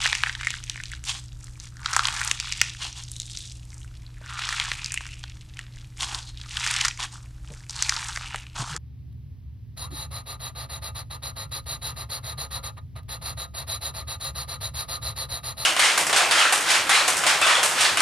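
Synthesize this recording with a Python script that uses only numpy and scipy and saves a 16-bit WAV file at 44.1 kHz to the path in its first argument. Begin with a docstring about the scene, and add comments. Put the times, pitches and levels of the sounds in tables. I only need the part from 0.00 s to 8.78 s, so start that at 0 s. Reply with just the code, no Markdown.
"""Wet crackles and pops come in squeezes, over a thin ticking and a low hum: glitter slime kneaded by hand.
Each squeeze is a swarm of tiny bubble clicks, with larger air pockets as short ringing bursts on top.
Some bubbles ring an open hollow; sliding fingers are a dense rasp, and the lump makes dull, sagging thuds.
Weak echoes and a short tail make a small room; rumble, hiss and appliance hum lie behind, all in mono."""
import sys
import numpy as np
from scipy import signal
from scipy.fft import rfft, irfft
from scipy.io import wavfile
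from scipy.ndimage import uniform_filter1d

SR = 44100
rng = np.random.default_rng(int(sys.argv[2]) if len(sys.argv) > 2 else 0)


def inscribe(sig):
    """Save sig as 16-bit PCM at rate SR to the path in sys.argv[1].

    A 1-D sig is mono; a 2-D sig holds one channel per row.
    Samples are clipped to [-1, 1] before scaling.
    """
    pcm = np.round(np.clip(np.atleast_2d(sig).T, -1, 1) * 32767)
    wavfile.write(sys.argv[1], SR, pcm.astype(np.int16))


N = 387198  # length in samples
TIME = np.arange(N) / SR  # seconds

# Rumble and hiss. Each row: frequency in Hz, relative strength in dB per Hz.
FLOOR_SPECTRUM = [(15, -18), (35, 3.5), (47, -2.5), (65, 1.5), (88, -9.5), (135, -8), (190, -21.5),
                  (300, -29.5), (420, -35), (800, -37.5), (3000, -41), (8000, -42.5), (12800, -49.5),
                  (14000, -67.5)]
# Appliance hum. Each row: frequency in Hz, level in dB.
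HUM_TONES = [(59.5, -50.5), (119.8, -45.5), (220.7, -85), (307, -67.5)]
# How long the room rings. Each row: frequency in Hz, time to fall by 60 dB in seconds.
ROOM_DECAY = [(300, 0.39), (1500, 0.25), (5000, 0.42), (12000, 0.29)]
# Reflections from the walls. Each row: delay in seconds, level in dB.
WALL_ECHOES = [(.0185, -37), (0.034, -30.5), (0.0357, -27.5), (0.061, -39)]
# Soft bumps of the lump and the hands. Each row: start in seconds, level in dB (rms over 25 ms),
# middle pitch in Hz, time to fall by 60 dB in seconds.
SOFT_BUMPS = [(4.21, -55, 520, 0.023), (7.498, -50, 483, 0.11), (7.499, -51, 290, 0.02),
              (7.502, -37, 126, 0.12), (8.342, -52, 480, 0.038), (8.593, -30.5, 125, 0.09),
              (8.601, -64.5, 352.5, 0.093), (8.617, -48.5, 255, 0.056), (8.698, -37, 137.4, 0.22),
              (8.735, -48, 376, 0.14)]
# Fingers sliding and peeling off. Each row: start, rise, hold and release in seconds,
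# level in dB before the layer's own level, relative lows in dB, relative highs in dB.
FINGER_SLIDES = [(1.061, 0.038, 0.0035, 0.025, -21.5, -11, -6.5),
                 (1.099, 0.019, 0.073, 0.016, -36, -4, -0.5), (2.781, 0.049, .005, 0.098, -28.5, -4.5, -3),
                 (2.943, .045, .01, 0.054, -35, -3.5, 2), (5.983, 0.05, 0.0046, 0.036, -24, 0.5, 2),
                 (6.027, 0.043, 0.11, 0.061, -33, 4.5, 0), (6.252, 0.04, 0.0058, .03, -40.5, -5, 0),
                 (6.979, 0.032, 0.036, 0.028, -26.5, -0.5, -3.5),
                 (7.11, 0.019, 0.0043, 0.075, -40.5, 3.5, 8), (8.547, 0.02, 0.055, .05, -30.5, 11, 4),
                 (8.652, 0.047, 0.0042, 0.13, -36, 5.5, 6)]
# Basic colour of a slide. Each row: frequency in Hz, relative strength in dB per Hz.
SLIDE_SPECTRUM = [(150, -7), (350, -9.5), (550, -24), (750, -4), (1000, -1), (1400, -4), (2200, -6.5),
                  (3200, 1), (4500, -3), (6500, -3.5), (9000, -8.5), (12500, -29.5), (14300, -52)]
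# Hands press or pull the slime. Each row: start, rise, hold and release in seconds, level in dB before
# the layer's own level, weight of big bubbles in dB, weight of tiny bubbles in dB.
HAND_PRESSES = [(0, 0.0033, 0.04, 0.28, -28.5, -1.5, 1.5), (.06, 0.046, 0.18, .15, -36, 1.5, -1.5),
                (.36, 0.061, 0.12, 0.13, -39, -8.5, -1), (.58, 0.1, 0.27, 0.082, -45.5, -10, -1.5),
                (1.035, 0.02, .05, 0.18, -39.5, 0, 10), (1.34, 0.091, 0.016, 0.27, -51, 5.5, 14.5),
                (1.57, 0.071, 0.013, 0.067, -45.5, -1, 7), (1.72, .1, .04, .1, -46, 14, 7),
                (1.82, 0.097, 0.38, .11, -31, 5, 2), (2.27, 0.21, .15, 0.28, -36, -10, -4),
                (2.84, 0.35, 0.13, 0.27, -46.5, -7, 11.5), (3.26, .1, .05, .26, -41.5, -13, 8),
                (3.6, 0.13, 0.1, 0.066, -52.5, 11, 20.5), (3.92, 0.04, 0.0086, 0.032, -57.5, -11, 7),
                (4.2, 0.29, 0.13, 0.34, -30.5, -0.5, -4), (4.69, 0.064, 0.18, 0.57, -41.5, -4, 2),
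                (5.48, 0.11, 0.018, 0.061, -47, -3, -4.5), (5.68, 0.14, .03, .04, -51, -3, 1),
                (5.96, 0.016, .29, .05, -48.5, 2, 8), (6.33, 0.18, .05, .1, -43, -7.5, -1),
                (6.48, 0.15, 0.22, 0.073, -28.5, -3, -1.5), (7.1, 0.045, 0.094, 0.067, -54.5, 20, 11),
                (7.41, 0.085, 0.028, .32, -49, 7, 7), (7.675, 0.13, 0.28, 0.3, -34, 5, 4.5),
                (8.15, 0.079, .14, .15, -42, 2.5, 0), (8.53, 0.15, 0.16, 0.19, -38.5, 7, 0)]
# Basic colour of the crackle. Each row: frequency in Hz, relative strength in dB per Hz.
CRACKLE_SPECTRUM = [(200, -23.5), (450, -26), (620, -29), (800, -5), (1000, -0.5), (1270, 0.5), (2000, 0.5),
                    (3700, 2), (4400, -1), (5400, -1.5), (8300, -4.5), (10300, -15), (12900, -30.5),
                    (13900, -41.5)]
# Hollows that open under the thumbs and colour the sound. Each row: start in seconds, length in seconds,
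# first pitch in Hz, last pitch in Hz, boost in dB.
THUMB_HOLLOWS = [(0, 0.53, 2480, 2170, 4.5), (0.356, 0.23, 2020, 1830, 9), (0.678, 0.31, 1950, 1950, 6.5),
                 (1.7, .36, 1500, 1330, 6), (2.6, 0.77, 2630, 3020, 2.5), (3.057, 0.45, 3830, 3690, 6.5),
                 (3.624, 0.24, 2400, 2300, 2.5), (4.131, 0.29, 1800, 1240, 11),
                 (4.744, .58, 2460, 2740, 9.5), (5.502, 0.36, 2140, 1790, 2), (6.2, 0.2, 4450, 3950, 9),
                 (6.74, 0.33, 2050, 1880, 4.5), (7.676, 0.22, 4470, 4330, 6), (8.2, 0.4, 2734, 2620, 6.5),
                 (8.592, .25, 1017, 1550, 6.5)]
# Large air pockets bursting. Each row: start in seconds, cavity level in dB, cavity pitch in Hz,
# cavity Q (sharpness of the ring), skin snap level in dB, snap centre in Hz; levels before filtering.
LARGE_POCKETS = [(0.045, -29, 1554, 2.8, -26, 3000), (.053, -26, 1650, 2.4, -20.5, 3200),
                 (0.0585, -17, 1770, 1.1, -45, 3000), (0.0645, -20, 2330, 1.7, -23, 5300),
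                 (0.0753, -32, 1290, 2.8, -23.5, 4100), (.129, -17.5, 1900, 1.4, -22, 3300),
                 (.1514, -22, 2390, 1.6, -24.5, 5260), (0.236, -15.5, 1810, 1.6, -21.5, 2650),
                 (0.2627, -25, 2000, 2.8, -52, 4200), (0.2704, -25.5, 1530, 1.1, -50, 7500),
                 (0.2955, -24.5, 1820, 1.6, -29, 2810), (0.3513, -31, 1790, 2.6, -30, 3030),
                 (0.4112, -30, 1870, 1.6, -39, 6400), (.432, -30.5, 1970, 1.4, -52, 5820),
                 (.4472, -31, 1940, 2.2, -51, 6500), (0.4708, -17, 1870, 3.2, -30.5, 6600),
                 (.505, -26, 3200, 0.95, -30.5, 5800), (0.54, -29.5, 1710, 2.2, -32.5, 3300),
                 (.6392, -40, 3150, 1, -34, 6000), (0.6977, -26, 3760, 1.6, -26, 5480),
                 (.7587, -33.5, 1900, 1.1, -54, 6300), (0.7771, -35, 1850, 2, -46, 4400),
                 (0.8012, -30.5, 1860, 2.8, -52, 7100), (.8367, -32, 3200, 1.1, -35.5, 5900),
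                 (0.8565, -67, 2230, 4, -35.5, 4260), (0.9174, -36.5, 1930, 5.3, -39, 7400),
                 (0.935, -32.5, 1770, 2.1, -37, 2940), (1.04, -38.5, 2740, 0.64, -37, 6400),
                 (1.443, -50, 7350, 1.4, -43, 7750), (1.6003, -55, 1344, 0.6, -36.5, 5700),
                 (1.7689, -46, 1590, 3.1, -45.5, 5630), (1.8598, -23.5, 1320, 2.8, -21.5, 3960),
                 (1.9319, -25.5, 1390, 2.2, -27, 5800), (1.9357, -27.5, 1410, 1.8, -26.5, 5600),
                 (1.9648, -14, 1260, 1.74, -17, 6800), (1.9932, -16.5, 1350, 1.8, -22.5, 3500),
                 (2.0542, -27.5, 1150, 2.4, -18, 3630), (2.071, -28, 1830, 2.9, -24.5, 6660),
                 (2.0848, -26.5, 1080, 2.6, -22, 3050), (2.215, -23, 1600, 1.6, -32, 6640),
                 (2.2484, -36, 2580, .9, -26.5, 8800), (2.2763, -32, 1340, .9, -23, 6200),
                 (2.3134, -16, 2800, 0.84, -20, 5900), (2.4006, -27.5, 3000, 0.89, -24, 5240),
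                 (2.5238, -25.5, 2520, 2.5, -23, 5200), (2.6149, -11, 2350, 1.2, -12, 5260),
                 (2.928, -37, 5570, 2.7, -49, 3000), (3.0374, -38, 5990, 2, -49, 7100),
                 (3.1166, -58, 1680, 1.9, -31.5, 8500), (3.1646, -38.5, 4030, 4.6, -35.5, 6540),
                 (3.2003, -32, 4000, 4.8, -27, 6550), (3.218, -38, 4080, 5.2, -34.5, 5900),
                 (3.373, -32.5, 5270, 2.6, -32.5, 4100), (4.065, -45.5, 4070, 4.4, -69, 6250),
                 (4.392, -30, 1410, 1.3, -33, 3364), (4.49, -25.5, 1550, 1.4, -25.5, 5010),
                 (4.526, -25.5, 1740, 1.5, -37, 6200), (4.5993, -24.5, 2400, 1.7, -20, 3500),
                 (4.6124, -28.5, 2410, 1.8, -43, 4400), (4.717, -21.5, 2140, 0.73, -50.5, 6860),
                 (4.845, -45, 1910, 1.1, -26, 5000), (4.8605, -27, 4850, 1.2, -48, 2950),
                 (4.9208, -36.5, 2040, 0.98, -26.5, 7100), (4.9418, -30, 2190, 0.97, -25, 7430),
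                 (4.9752, -22.5, 2390, 3.2, -38, 6830), (5.008, -35, 1500, 0.84, -44, 5370),
                 (5.055, -38, 2000, 1.1, -57, 6200), (5.0663, -37.5, 2130, 1.6, -41, 5400),
                 (5.1323, -38, 2690, 4, -46, 3900), (5.239, -36.5, 1410, 1.2, -33, 3450),
                 (5.571, -41, 2450, 1.3, -49, 7650), (5.5913, -31.5, 2050, 1.7, -38, 6940),
                 (6.0078, -48, 1350, 2, -26, 3500), (6.1467, -38, 1040, 1.4, -24.5, 4200),
                 (6.374, -39, 3960, 1.7, -62, 6700), (6.4142, -50, 1660, 3.9, -36, 3890),
                 (6.5705, -32, 1790, 2.7, -22.5, 3180), (6.6645, -23.5, 1840, 1.7, -27, 6570),
                 (6.6747, -24, 2490, 1.4, -24, 4790), (6.712, -31, 4160, 1.15, -23, 7750),
                 (6.74, -29, 3000, 3.1, -27, 5700), (6.7648, -24, 2950, 1.3, -27, 4720),
                 (6.8118, -19, 2970, 1.6, -21, 5420), (6.8499, -22, 1500, 1.6, -18.5, 5100),
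                 (6.855, -22, 1660, 1.8, -24.5, 6900), (6.8828, -26, 1690, 1.2, -20.5, 5800),
                 (6.9106, -31.5, 2460, 1.5, -60, 3000), (6.9752, -40, 2060, 2.8, -40, 6100),
                 (7.696, -45, 823, 1.5, -30.5, 5260), (7.7076, -50, 1190, 0.71, -32, 5900),
                 (7.8244, -26, 2020, 0.94, -16, 6170), (7.8943, -21, 2200, 1.9, -15.5, 5250),
                 (7.923, -25.5, 1440, 1.7, -29, 3450), (7.965, -33.5, 1130, 1.2, -25, 4400),
                 (8.1607, -30.5, 1820, 2.64, -29.5, 5190), (8.1735, -26.5, 1580, 0.95, -35, 5000),
                 (8.2107, -35, 1460, 1.1, -40, 4000), (8.266, -40, 2670, 2, -52, 4660),
                 (8.3448, -25, 1090, .7, -56, 2960), (8.3594, -31.5, 2360, 1.1, -33, 7600),
                 (8.7644, -36, 1710, 4, -27.5, 6400)]

REST_DB = -62.5  # the slime ticks faintly even when only held
RISE_POWER = 1.02  # pressure builds almost evenly
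RELEASE_POWER = 1.15  # the fall in dB speeds up a little as the hands let go
RELEASE_DB = 20  # a release lasts until the sound has fallen by this much
SPENT_SHARE = .15  # big bubbles are spent first: their weight falls by this share of the release
HOLLOW_FADE_S = 0.052  # a hollow opens and closes in this time
HOLLOW_OCTAVES = .13  # width of a hollow's resonance
FIZZ_SHARE = .28  # power share of fine fizz at the reference pressure; the rest is separate ticks
TREBLE_HZ, EDGE_HZ = 13400, 16000  # treble cutoff before clipping and final band limit


def amp(db):
    """Turns decibels into a plain amplitude factor."""
    return 10 ** (np.asarray(db) / 20)


def unit(x):
    """Scales to rms 1."""
    return x / np.sqrt(np.mean(x ** 2) + 1e-20)


def read(points, hz):
    """Reads a table along a log-frequency axis."""
    f, value = np.transpose(points)
    return np.interp(np.log(hz + 1), np.log(f + 1), value)


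def add(mix, s, sound):
    """Mixes a sound in at time s."""
    part = mix[max(round(s * SR), 0):][:len(sound)]
    part += sound[:len(part)]


def colour(x, spectrum):
    """Gives a sound a fixed spectrum."""
    gain = amp(read(spectrum, np.fft.rfftfreq(len(x), 1 / SR)))
    return irfft(rfft(x) * gain, len(x))


def background(floor_db=-44, waver_rad=0.48):
    """Low rumble and hiss are coloured noise; the hum is sine tones whose phase wavers slightly."""
    out = amp(floor_db) * unit(colour(rng.standard_normal(N), FLOOR_SPECTRUM))
    knots = np.linspace(0, TIME[-1], 30)
    for hz, db in HUM_TONES:
        drift = waver_rad * np.interp(TIME, knots, rng.standard_normal(len(knots)))
        out += np.sqrt(2) * amp(db) * np.sin(2 * np.pi * hz * TIME + drift)
    return out


def room(x, tail_db=-15.5):
    """A few weak wall reflections in a short diffuse tail, which fades at its own pace at each frequency."""
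    t = np.arange(SR // 2) / SR
    sparse = rng.random(len(t)) < 8000 / SR
    taps = rng.standard_normal(len(t)) * sparse * (t > .005)
    hz, frames, z = signal.stft(taps, SR, nperseg=256)
    decay = amp(-60 * frames / read(ROOM_DECAY, hz)[:, None])
    tail = signal.istft(z * decay, SR, nperseg=256)[1]
    response = amp(tail_db) * tail / np.linalg.norm(tail)
    response[0] += 1  # the direct sound
    for delay, db in WALL_ECHOES:
        response[round(delay * SR)] += amp(db)
    return signal.fftconvolve(x, response)[:N]


def ring(hz, q, size=1024):
    """Impulse response of a damped cavity with steep skirts, energy 1."""
    b, a = signal.iirpeak(min(hz, .45 * SR), max(q, .6), fs=SR)
    once = signal.lfilter(b, a, signal.unit_impulse(size))
    wave = signal.lfilter(b, a, once)  # the second pass steepens the skirts
    return wave / np.linalg.norm(wave)


def scatter(wave, share=.62, fade_s=.0022, count=14):
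    """Palms and desk throw back a few weak copies within milliseconds; energy is kept."""
    delay = rng.uniform(.0004, .007, count)
    size = rng.choice([-1, 1], count) * np.exp(-delay / fade_s)
    copies = share * size / np.linalg.norm(size)
    taps = np.bincount((delay * SR).astype(int), copies, SR // 128)
    taps[0] = 1
    out = np.convolve(wave, taps)
    return out * np.linalg.norm(wave) / np.linalg.norm(out)


def bumps(rise_s=0.0076, sag=0.15):
    """Dull thuds of the soft lump: the pitch sags as it gives way, with an irregular wet squish."""
    out, t = np.zeros(N), np.arange(SR // 4) / SR
    for s, db, hz, t60 in SOFT_BUMPS:
        pitch = hz * (1 + sag * (2 * np.exp(-3 * t / t60) - 1))
        tone = np.sin(2 * np.pi * np.cumsum(pitch) / SR)
        noise = rng.standard_normal(len(t) + 2047)
        squish = unit(signal.fftconvolve(noise, ring(hz, 1, size=2048), "valid"))
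        wet = np.interp(hz, [140, 350], [.1, .85])  # the higher thuds are mostly squish
        body = (1 - wet) * np.sqrt(2) * tone + wet * squish
        thud = body * amp(-60 * t / t60) * (1 - np.exp(-t / rise_s)) ** 2
        add(out, s, amp(db) * thud / np.linalg.norm(thud) * np.sqrt(SR / 40))
    return out


def effort(strokes, t, rest_db=-120):
    """Each stroke builds up, holds and dies away; gives level, lows and highs in dB at the times t."""
    start, rise, hold, release, db, lows, highs = np.transpose(strokes)[:, :, None]
    build = np.clip((t - start) / rise, 0, 1) ** RISE_POWER
    letting_go = np.maximum(t - start - rise - hold, 0) / release
    fall_db = RELEASE_DB * letting_go ** RELEASE_POWER
    power = (build * amp(db - fall_db)) ** 2
    total = power.sum(0) + amp(rest_db) ** 2
    # the loudest stroke counts most in the colour
    lows_db = (power * (lows - SPENT_SHARE * fall_db)).sum(0) / total
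    highs_db = (power * highs).sum(0) / total
    return 10 * np.log10(total), lows_db, highs_db


def hollow(t):
    """Pitch and boost of the hollow that is open at the times t: it opens, glides evenly and closes."""
    rows = np.array(THUMB_HOLLOWS)
    latest = np.maximum(np.searchsorted(rows[:, 0], t) - 1, 0)
    start, length, first_hz, last_hz, db = rows[latest].T
    opening = np.clip(np.minimum(t - start, start + length - t) / HOLLOW_FADE_S, 0, 1)
    progress = np.clip((t - start) / length, 0, 1)
    return first_hz * (last_hz / first_hz) ** progress, db * opening


def clumps(depth_db, per_s):
    """Bubbles set each other off in little avalanches of a few milliseconds: a random level, mean power 1."""
    knots = np.cumsum(rng.exponential(1, 12000)) / per_s
    heights = np.clip(rng.standard_normal(len(knots)), -2, 2)
    return unit(amp(depth_db * np.interp(TIME, knots, heights)))


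def swarm(per_s, spread_db, q, count=20, size=3000):
    """Countless bubbles of many pitches and sizes, evened to a white spectrum and a steady level."""
    sizes = amp(spread_db * np.minimum(rng.exponential(1, N), 3.5)) * rng.choice([-1, 1], N)
    clicks = sizes * (rng.random(N) < per_s / SR)
    kind, out = rng.integers(0, count, N), np.zeros(N)
    for k, hz in enumerate(np.geomspace(600, 12000, count)):
        bubble = scatter(ring(hz, q, size=256))
        out += signal.oaconvolve(clicks * (kind == k), bubble)[:N] * np.sqrt(hz)
    spectrum = rfft(out)
    smooth_power = uniform_filter1d(abs(spectrum) ** 2, 2 * size)
    out = irfft(spectrum / np.sqrt(smooth_power + 1e-9), N)
    power = uniform_filter1d(uniform_filter1d(out ** 2, size), size // 2)
    return out / np.sqrt(abs(power) + 1e-3 * np.mean(out ** 2))


def voice(x, spectrum, strokes, rest_db=-120, low_hz=1800, high_hz=4500):
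    """Plays a swarm with the level, lows and highs of the strokes, through the hollow when one is open."""
    hz, t, z = signal.stft(x, SR, nperseg=512, noverlap=384)
    hz = hz[:, None] + 1
    level, lows, highs = effort(strokes, t, rest_db)
    pitch, boost = hollow(t)
    db = read(spectrum, hz) + lows / (1 + (hz / low_hz) ** 6) + highs / (1 + (high_hz / hz) ** 6)
    db = db + boost * np.exp(-.5 * (np.log2(hz / pitch) / HOLLOW_OCTAVES) ** 2)
    gain = amp(db) / np.sqrt(np.mean(amp(db) ** 2, axis=0))  # colour alone leaves the level as it is
    coloured = signal.istft(z * gain, SR, nperseg=512, noverlap=384)[1][:N]
    return coloured * np.interp(TIME, t, amp(level))


def slides(level_db=-2.5):
    """Skin dragging over sticky slime and glitter: a much denser, smoother rasp."""
    rasp = swarm(per_s=9000, spread_db=5.5, q=1.13) * clumps(depth_db=2.5, per_s=200)
    return amp(level_db) * voice(rasp, SLIDE_SPECTRUM, FINGER_SLIDES)


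def blips(level_db=-7.0, q=3.2, spread_db=3.5, count=1300):
    """Bubbles that open into the hollow ring it briefly: small wet blips near its pitch."""
    out = np.zeros(N)
    times = (np.arange(count) + rng.random(count)) * TIME[-1] / count
    size, detunes = np.clip(rng.standard_normal((count, 2)), -2, 2).T
    pitch, boost = hollow(times)
    share = np.clip(1 - amp(-boost), 0, 1)  # the stronger the hollow's boost, the louder its blips
    press_db = effort(HAND_PRESSES, times, REST_DB)[0]
    gains = amp(press_db + level_db + spread_db * size) * share * np.sqrt(N / count)
    for s, hz, gain in zip(times, pitch * np.exp(.12 * detunes), gains):
        add(out, s, gain * ring(hz, q, size=256))
    return out


def crackle(level_db=-1.73, full_db=-30, ticks_per_s=1150, thinning=.5, fizz_growth=0.21):
    """The harder the squeeze, the more bubbles burst each second and the more fine fizz fills the gaps."""
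    coarse = TIME[::128]
    press_db = effort(HAND_PRESSES, coarse, REST_DB)[0]
    effort_db = np.interp(TIME, coarse, press_db) - full_db  # 0 at the reference pressure
    ticks = swarm(ticks_per_s * amp(thinning * effort_db), spread_db=4.0, q=1.13)
    fizz = swarm(per_s=6000, spread_db=2.5, q=1.3) * clumps(depth_db=4.5, per_s=500)
    foam = np.clip(FIZZ_SHARE * amp(fizz_growth * effort_db), 0, 1)
    both = np.sqrt(1 - foam) * ticks + np.sqrt(foam) * fizz
    return amp(level_db) * voice(both, CRACKLE_SPECTRUM, HAND_PRESSES, REST_DB)


def small_pockets(full_db=-31, pocket_db=-34.5, slope=0.7, spread_db=1.44, pitch_hz=2000,
                  pitch_spread=0.3, octave_db=20, q=2.3, skin_db=-5, skin_hz=5500,
                  chance=.9, thinning=.42, count=400):
    """Lesser pockets burst at random, more often and louder under pressure; rows as in LARGE_POCKETS."""
    place, luck = rng.random((count, 2)).T
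    size, tune, snap, snap_tune = np.clip(rng.standard_normal((count, 4)), -2, 2).T
    times = (np.arange(count) + place) * TIME[-1] / count
    level, lows, highs = effort(HAND_PRESSES, times, REST_DB)
    hollow_hz, boost = hollow(times)
    # pockets are higher where tiny bubbles prevail, and lean to the pitch of an open hollow
    own_hz = pitch_hz * 2 ** ((highs - lows) / octave_db) * np.exp(pitch_spread * tune)
    free = amp(-boost)
    cavity_hz = own_hz ** free * hollow_hz ** (1 - free)
    cavity_db = pocket_db + slope * (level - full_db) + spread_db * size
    snap_db = cavity_db + skin_db + spread_db * snap
    snap_hz = skin_hz * np.exp(pitch_spread * snap_tune)
    rows = np.transpose([times, cavity_db, cavity_hz, np.full(count, q), snap_db, snap_hz])
    return list(rows[luck < chance * amp(thinning * (level - full_db))])


def pops(cavity_db=0, snap_db=0, soft_hz=10500, thin_hz=650, push_db=-28, push_hz=340):
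    """The skin of a pocket snaps and its cavity rings briefly; row levels are rms over 5 ms, unfiltered."""
    out, pushes = np.zeros(N), np.zeros(N)
    for s, db, hz, q, skin_db, skin_hz in LARGE_POCKETS + small_pockets():
        cavity = amp(db + cavity_db) * ring(hz, q)
        snap = amp(skin_db + snap_db) * ring(skin_hz, 1.69)
        add(out, s, scatter(cavity + snap))
        # a wide-open pocket (low Q) also shoves the air
        add(pushes, s, amp(db + push_db) / q * ring(push_hz, 0.52))
    # small pockets radiate little bass, and the wet skin rounds off the top
    band = [thin_hz, min(soft_hz, .45 * SR)]
    out = signal.sosfilt(signal.butter(3, band, "band", fs=SR, output="sos"), out)
    return (out + pushes) * np.sqrt(SR / 200)


def scene():
    """The slime in its room plus the background, the same in both channels."""
    slime = bumps() + slides() + blips() + crackle() + pops()
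    mono = background() + room(slime)
    return np.array([mono, mono])


def record(dry):
    """A steep low-pass dulls the top treble and peaks are clipped; then come band limit and edge fades."""
    dulling = signal.firwin(101, TREBLE_HZ, window=("kaiser", 6), fs=SR)
    lowpass = signal.firwin(511, EDGE_HZ, window=("kaiser", 9), fs=SR)
    clipped = np.clip(signal.oaconvolve(dry, dulling[None], "same"), -.95, .95)
    return signal.oaconvolve(clipped, lowpass[None], "same") * signal.windows.tukey(N, .001)


dry = scene()
out = record(dry)
inscribe(out)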